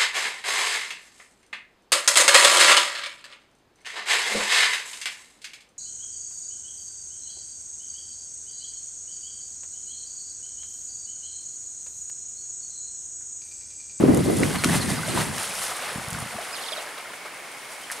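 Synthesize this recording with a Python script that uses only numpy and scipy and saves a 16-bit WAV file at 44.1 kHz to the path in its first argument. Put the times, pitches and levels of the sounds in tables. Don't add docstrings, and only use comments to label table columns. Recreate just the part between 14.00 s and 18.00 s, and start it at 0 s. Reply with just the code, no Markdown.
import sys
import numpy as np
from scipy import signal
from scipy.fft import rfft, irfft, next_fast_len
from scipy.io import wavfile
from scipy.ndimage import uniform_filter1d, map_coordinates

SR = 44100
rng = np.random.default_rng(int(sys.argv[2]) if len(sys.argv) > 2 else 0)


def bounce(signal):
    frames = np.transpose(np.atleast_2d(signal))
    limited = np.clip(frames, -1, 1)
    pcm = np.round(limited * 32767).astype(np.int16)
    wavfile.write(sys.argv[1], SR, pcm)


N = 176400

# time_s, level_db
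SLOSH_LEVEL = [(0, -39), (.35, -45), (.47, -33.5), (.6, -37.5), (.8, -35.5), (1.05, -34.5), (1.3, -37.5),
               (1.6, -37), (1.9, -35), (2.05, -37.5), (2.4, -37.5), (2.55, -38.5), (2.8, -37.5),
               (3.05, -45.5), (3.85, -46.5), (4, -40)]
# time_s, level_db
PATTER_LEVEL = [(0, -41), (.13, -40), (.3, -37), (.45, -33), (.61, -35.5), (.78, -29), (.85, -36),
                (1.06, -36.5), (1.3, -36.5), (1.42, -34.5), (1.56, -34.5), (1.66, -34), (1.8, -38),
                (2.0, -41.5), (2.7, -41.5), (2.95, -48), (3.35, -51.5), (4, -44.5)]
# frequency_hz, gain_db
SLOSH_TONE = [(120, -24), (330, -8), (580, -1.5), (1100, -1), (1700, -2), (2200, -5), (3200, -9),
              (6000, -17.5), (10000, -13.5), (15500, -30)]
# frequency_hz, gain_db
SPRAY_TONE = [(500, -13), (1500, -7.5), (3000, -3.5), (5000, -3), (6500, -4), (8200, -1.5), (9600, 1),
              (10800, -3.5), (12000, -9.5), (15500, -24)]
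# frequency_hz, left_right_correlation
WATER_IMAGE = [(200, 0.99), (1000, 0.94), (2500, 0.89), (6000, 0.92), (10000, 1)]


def splashing():
    # peak_s, rise_s, fall_s, slosh_db, spray_db
    plunges = [(.434, .0015, .02, -32, -45), (.56, 0.011, 0.0064, -27, -48),
               (.639, .0012, 0.013, -26, -26.5), (.695, .008, .016, -28.5, -33),
               (.752, 0.028, 0.017, -26, -34), (.9, 0.011, 0.05, -35, -32),
               (1.086, 0.0027, 0.045, -34, -32.5), (1.187, 0.035, 0.038, -27.5, -30.5),
               (1.217, 0.015, 0.022, -26.5, -31), (1.41, 0.027, 0.034, -31, -33.5),
               (1.63, .01, 0.043, -44, -29.5), (1.824, 0.0045, 0.0063, -34, -42),
               (2.985, 0.0064, 0.021, -36, -58), (3.138, .003, 0.0058, -35.5, -57),
               (3.26, 0.007, .025, -36, -50), (3.74, 0.027, 0.019, -46, -44),
               (3.922, 0.006, 0.022, -39, -35)]
    slosh_power = amp(curve(SLOSH_LEVEL) + 0.97 * wobble(25.63)) ** 2
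    spray_power = amp(curve(PATTER_LEVEL) + 1.47 * wobble(40.03)) ** 2
    for peak_s, rise_s, fall_s, slosh_db, spray_db in plunges:
        t = clock() - peak_s
        swell = np.exp(-np.where(t < 0, (t / rise_s) ** 2 / 2, np.abs(t / fall_s)))
        slosh_power += (amp(slosh_db) * swell) ** 2
        spray_power += (amp(spray_db) * swell) ** 2
    slosh = bubbles(411.6, 4960, cycles=4.43, spread_db=2.5, froth_db=8, count=3000, samples=1000)
    spray = bubbles(2190, 13750, cycles=3.3, spread_db=4.5, froth_db=6.5, count=9000, samples=160)
    return (np.sqrt(slosh_power) * stereo(slosh, SLOSH_TONE, WATER_IMAGE)
            + np.sqrt(spray_power) * stereo(spray, SPRAY_TONE, WATER_IMAGE))


def slaps():
    # start_s, peak_db, centre_hz, decay_s
    hits = [(.147, -16, 9300, .0015), (.173, -16.5, 8550, .002), (.372, -20, 8500, .0015),
            (.433, -14, 2150, .003), (0.638, -10, 2160, .0025), (0.644, -11, 3600, .0025),
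            (0.6445, -9.5, 8500, .0025), (1.382, -19, 5900, .001), (1.432, -16.5, 9000, .0012),
            (1.477, -21, 7300, .0008), (2.0857, -21, 9000, .0005), (2.1052, -18, 8600, .0004),
            (2.111, -22, 9000, .0008), (2.1306, -18, 10000, .0005), (2.2028, -22, 9500, .001),
            (3.916, -19, 9000, .001), (3.9213, -24, 7000, .004)]
    out, t = np.zeros(N), np.arange(SR // 40) / SR
    for start_s, peak_db, centre_hz, decay_s in hits:
        burst = rng.standard_normal(len(t)) * np.exp(-t / decay_s)
        edges_hz = centre_hz * np.exp([-0.25, 0.25])
        crack = signal.lfilter(*signal.butter(1, edges_hz, 'band', fs=SR), burst)
        crack = signal.lfilter(*signal.butter(4, 11500, fs=SR), crack)
        add(out, start_s, amp(peak_db) * crack / np.abs(crack).max())
    return out


def gulps():
    # start_s, level_db, pitch_hz, decay_cycles
    pockets = [(.433, -11.5, 2000, 2.3), (.6445, -7, 1290, 1.55), (1.081, -15.5, 566, 2),
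               (1.174, -17, 930, 6.2), (1.918, -29, 480, 3.7), (2.385, -29, 670, 6.7), (2.72, -27, 587, 5),
               (2.777, -26, 602, 5.8), (3.258, -37, 1070, 3), (3.9005, -17, 1750, 2),
               (3.909, -16, 1600, 2.2)]
    out, t = np.zeros(N), np.arange(SR // 8) / SR
    for start_s, level_db, pitch_hz, cycles in pockets:
        add(out, start_s, amp(level_db) * bubble(t, pitch_hz, cycles, rise=0.07))
    return out


def lapping():
    laps = bubbles(500, 1700, cycles=5.1, spread_db=3.5, froth_db=-30, count=260, samples=1600)
    drips = bubbles(5500, 12000, cycles=2.9, spread_db=4, froth_db=-30, count=420, samples=200)
    return (amp(curve(SLOSH_LEVEL) - 8.5) * stereo(laps, SLOSH_TONE, WATER_IMAGE)
            + amp(curve(PATTER_LEVEL) - 11.5) * stereo(drips, SPRAY_TONE, WATER_IMAGE))


def bubble(t, hz, cycles, rise):
    age = np.clip(t * hz / cycles, 0, 12)
    ring = np.sin(2 * np.pi * cycles * age * (1 + rise * age / 2))
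    return ring * np.exp(-age) * (1 - np.exp(-age * cycles * 2))


def bubbles(lo_hz, hi_hz, cycles, spread_db, froth_db, count, samples):
    when, pitch, strength, pan = rng.random((count, 4)).T[:, :, None]
    hz = lo_hz * (hi_hz / lo_hz) ** pitch
    gain = amp(-spread_db * np.log(.015 + strength)) * hz
    rings = gain * bubble(np.arange(samples) / SR, hz, cycles, rise=0.054)
    at = ((when * N).astype(int) + np.arange(samples)).ravel()
    mid_side = [unit(np.bincount(at, (rings * weight).ravel(), N)[:N]) for weight in (1, 2 * pan - 1)]
    return np.array(mid_side) + amp(froth_db) * noise()


def wind():
    # time_s, level_db
    gusts = [(0, -21.5), (.04, -19.8), (.13, -19.8), (.2, -22.5), (.245, -27), (.28, -22), (.35, -23),
             (.43, -22.5), (.5, -27.5), (.57, -28), (.615, -38), (.65, -25), (.77, -26.5), (.88, -28.5),
             (1.06, -38), (1.12, -26), (1.19, -26), (1.24, -29.5), (1.37, -37), (1.46, -63), (1.51, -45),
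             (1.57, -60), (1.86, -66), (1.96, -45), (2.02, -55), (2.15, -44), (2.25, -46), (2.3, -58),
             (2.36, -48), (2.43, -75), (4, -80)]
    # frequency_hz, gain_db
    rumble_tone = [(25, -37), (50, -16.5), (90, -4.5), (150, 1), (220, -2.5), (320, -15), (500, -35),
                   (1300, -50), (3000, -75)]
    # frequency_hz, gain_db
    flutter_tone = [(60, -39), (140, -4.5), (250, 3.5), (380, 1.5), (520, -5.5), (750, -13.5), (1200, -19),
                    (2000, -35), (4000, -64)]
    # frequency_hz, left_right_correlation
    image = [(60, 0.88), (150, 0.78), (380, 0.076), (950, -0.13)]
    # centre_s, peak_db, pitch_hz
    eddies = [(.0398, -2, 310), (.055, -10, 350), (.063, -10, 300), (.098, -8, 230), (.1225, -14, 380),
              (.1385, -11, 190), (.263, -17, 420), (.288, -14, 290), (.661, -10.5, 235), (0.7576, -14, 206),
              (1.16, -17, 220), (1.191, -19, 220), (1.961, -24.5, 170), (1.985, -25, 180),
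              (2.083, -30, 125), (2.128, -28, 140), (2.15, -30, 120), (2.227, -27, 160), (2.262, -34, 170),
              (2.359, -34, 180)]
    full_gust_db, thump_radians = -20.5, 2.3
    gust_db = curve(gusts) - full_gust_db + wobble(45.45)
    rumble_db = -23.5 + 0.79 * gust_db + 2.5 * wobble(24)
    out = amp(rumble_db) * stereo(noise(), rumble_tone, image)
    flutter_db = -19.5 + 1.65 * gust_db + 1.8 * wobble(90)
    out += amp(flutter_db) * stereo(noise(), flutter_tone, image)
    for centre_s, peak_db, pitch_hz in eddies:
        phase = 2 * np.pi * pitch_hz * (clock() - centre_s)
        push = np.sin(phase) * np.exp(-(phase / thump_radians) ** 2 / 2)
        out += amp(peak_db) * push / push.max()
    return out


def warbling_bird():
    # offset_s, pitch_hz, gain_db
    phrase = [(0, 2400, -14), (.02, 2620, 0), (.03, 2200, -1), (.05, 1500, -4), (.065, 1500, -25),
              (.1, 2250, -9), (.115, 1750, -3), (.13, 1250, -9), (.149, 2260, -1), (.16, 2020, -2),
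              (.17, 1560, 2), (.182, 1300, -20), (.193, 2650, -5), (.204, 1720, 3), (.215, 1600, 3),
              (.222, 1700, -25), (.243, 2200, -9), (.261, 1700, -6), (.272, 1400, -8), (.286, 1430, -3),
              (.295, 1400, -25)]
    # start_s, level_db
    entries = [(.954, -45.5), (2.522, -38.5)]
    # frequency_hz, gain_db
    throat = [(1200, -32), (2200, -2), (3000, 2.5), (4500, 5), (6000, 2), (8000, -20)]
    harmonics = [-1, -.5, -10]
    offset_s, pitch_hz, gain_db = np.transpose(phrase)
    t = np.arange(int(offset_s[-1] * SR)) / SR
    hz = uniform_filter1d(np.interp(t, offset_s, pitch_hz), size=300)
    envelope = amp(np.interp(t, offset_s, gain_db)) * signal.get_window(('tukey', .02), len(t))
    out = np.zeros(N)
    for start_s, level_db in entries:
        waver = 1 + .022 * wobble(700)[:len(t)]
        phase = 2 * np.pi * np.cumsum(hz * waver) / SR
        voice = sum(amp(db + along(throat, k * hz)) * np.sin(k * phase)
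                    for k, db in enumerate(harmonics, 1))
        flutter_db = 3.5 * wobble(300.4)[:len(t)]
        add(out, start_s, amp(level_db + flutter_db) * envelope * voice)
    return out


def whistling_bird():
    # start_s, length_s, start_hz, end_hz, level_db
    whistles = [(0.58, 0.018, 4480, 3980, -32), (0.807, 0.026, 4600, 3920, -30.5),
                (2.648, .014, 5500, 4600, -37), (3.832, .012, 3200, 3050, -40)]
    out = np.zeros(N)
    for start_s, length_s, start_hz, end_hz, level_db in whistles:
        progress = np.linspace(0, 1, int(length_s * SR))
        waver = 1 + 0.011 * wobble(690)[:len(progress)]
        hz = start_hz * (end_hz / start_hz) ** progress * waver
        flutter_db = 2.2 * wobble(325)[:len(progress)]
        envelope = amp(level_db + flutter_db) * np.abs(np.sin(np.pi * progress)) ** 0.32
        add(out, start_s, envelope * np.sin(2 * np.pi * np.cumsum(hz) / SR))
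    return out


def hush():
    # frequency_hz, gain_db
    tone = [(25, -38), (70, -28), (130, -17), (300, -7), (700, -3.5), (1500, -4.5), (2200, -3), (2700, -7),
            (3700, -13.5), (5300, -12.5), (6700, -16), (9700, -16), (12500, -24.5), (15500, -27)]
    # frequency_hz, left_right_correlation
    image = [(150, 1), (1000, 0.74), (2400, 0.8), (6000, 0.46), (10000, 1)]
    return amp(-41.5 + 0.21 * wobble(5.68)) * stereo(noise(), tone, image)


def whine():
    # time_s, level_db
    level = [(0, -48), (.4, -44), (1.1, -43), (1.5, -51), (4, -49.5)]
    # frequency_hz, left_right_correlation
    image = [(2100, 0.99)]
    start_hz, half_width_hz, climb_hz_per_s = 2030, 105, 42
    band = filtered(noise(), lambda hz: 1 / (1 + ((hz - start_hz) / half_width_hz) ** 2))
    climbing = np.real(signal.hilbert(band) * np.exp(1j * np.pi * climb_hz_per_s * clock() ** 2))
    return amp(curve(level)) * stereo(climbing, [(start_hz, 0)], image)


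def banks(x, t60_s, wet_db):
    t = np.arange(SR // 3) / SR
    tail = rng.standard_normal((2, len(t))) * amp(-60 * t / t60_s) * (t > .004)
    tail = signal.lfilter(*signal.butter(1, 5000, fs=SR), tail / np.linalg.norm(tail[0]))
    return x + amp(wet_db) * signal.fftconvolve(x[None], tail, axes=1)[:, :N]


def from_right(x, tilt_db=3.5, lead_s=4e-5):
    side = np.array([[-1], [1]])
    return filtered(x, lambda hz: amp(side * tilt_db) * np.exp(1j * np.pi * hz * lead_s * side))


def stereo(pair, tone, image):
    def response(hz):
        angle = np.arccos(np.clip(along(image, hz), -1, 1)) / 2
        return amp(along(tone, hz)) * np.array([np.cos(angle), np.sin(angle)])
    mid, side = filtered(pair, response)
    return unit(np.array([mid + side, mid - side]))


def amp(db):
    return 10 ** (np.asarray(db) / 20)


def unit(x):
    return x / np.sqrt(np.mean(x ** 2) + 1e-20)


def clock():
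    return np.arange(N) / SR


def curve(rows):
    return np.interp(clock(), *np.transpose(rows))


def along(points, hz):
    knots_hz, values = np.transpose(points)
    return np.interp(np.log(hz + 1), np.log(knots_hz + 1), values)


def wobble(rate):
    return map_coordinates(rng.standard_normal(int(N * rate / SR) + 4), [clock() * rate])


def filtered(x, response):
    size = next_fast_len(N + SR // 4)
    return irfft(rfft(x, size) * response(np.fft.rfftfreq(size, 1 / SR)), size)[..., :N]


def noise():
    return rng.standard_normal((2, N))


def add(out, start_s, sound):
    part = out[max(round(start_s * SR), 0):][:len(sound)]
    part += sound[:len(part)]


def scene():
    water = splashing() + lapping() + banks(slaps() + gulps(), t60_s=0.25, wet_db=-9.5)
    warble = from_right(banks(warbling_bird(), t60_s=0.084, wet_db=-6))
    whistles = banks(whistling_bird(), t60_s=.13, wet_db=-4)
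    return water + warble + whistles + wind() + hush() + whine()


def record(dry):
    return filtered(dry, lambda hz: hz < 15750)


dry = scene()
out = record(dry)
bounce(out)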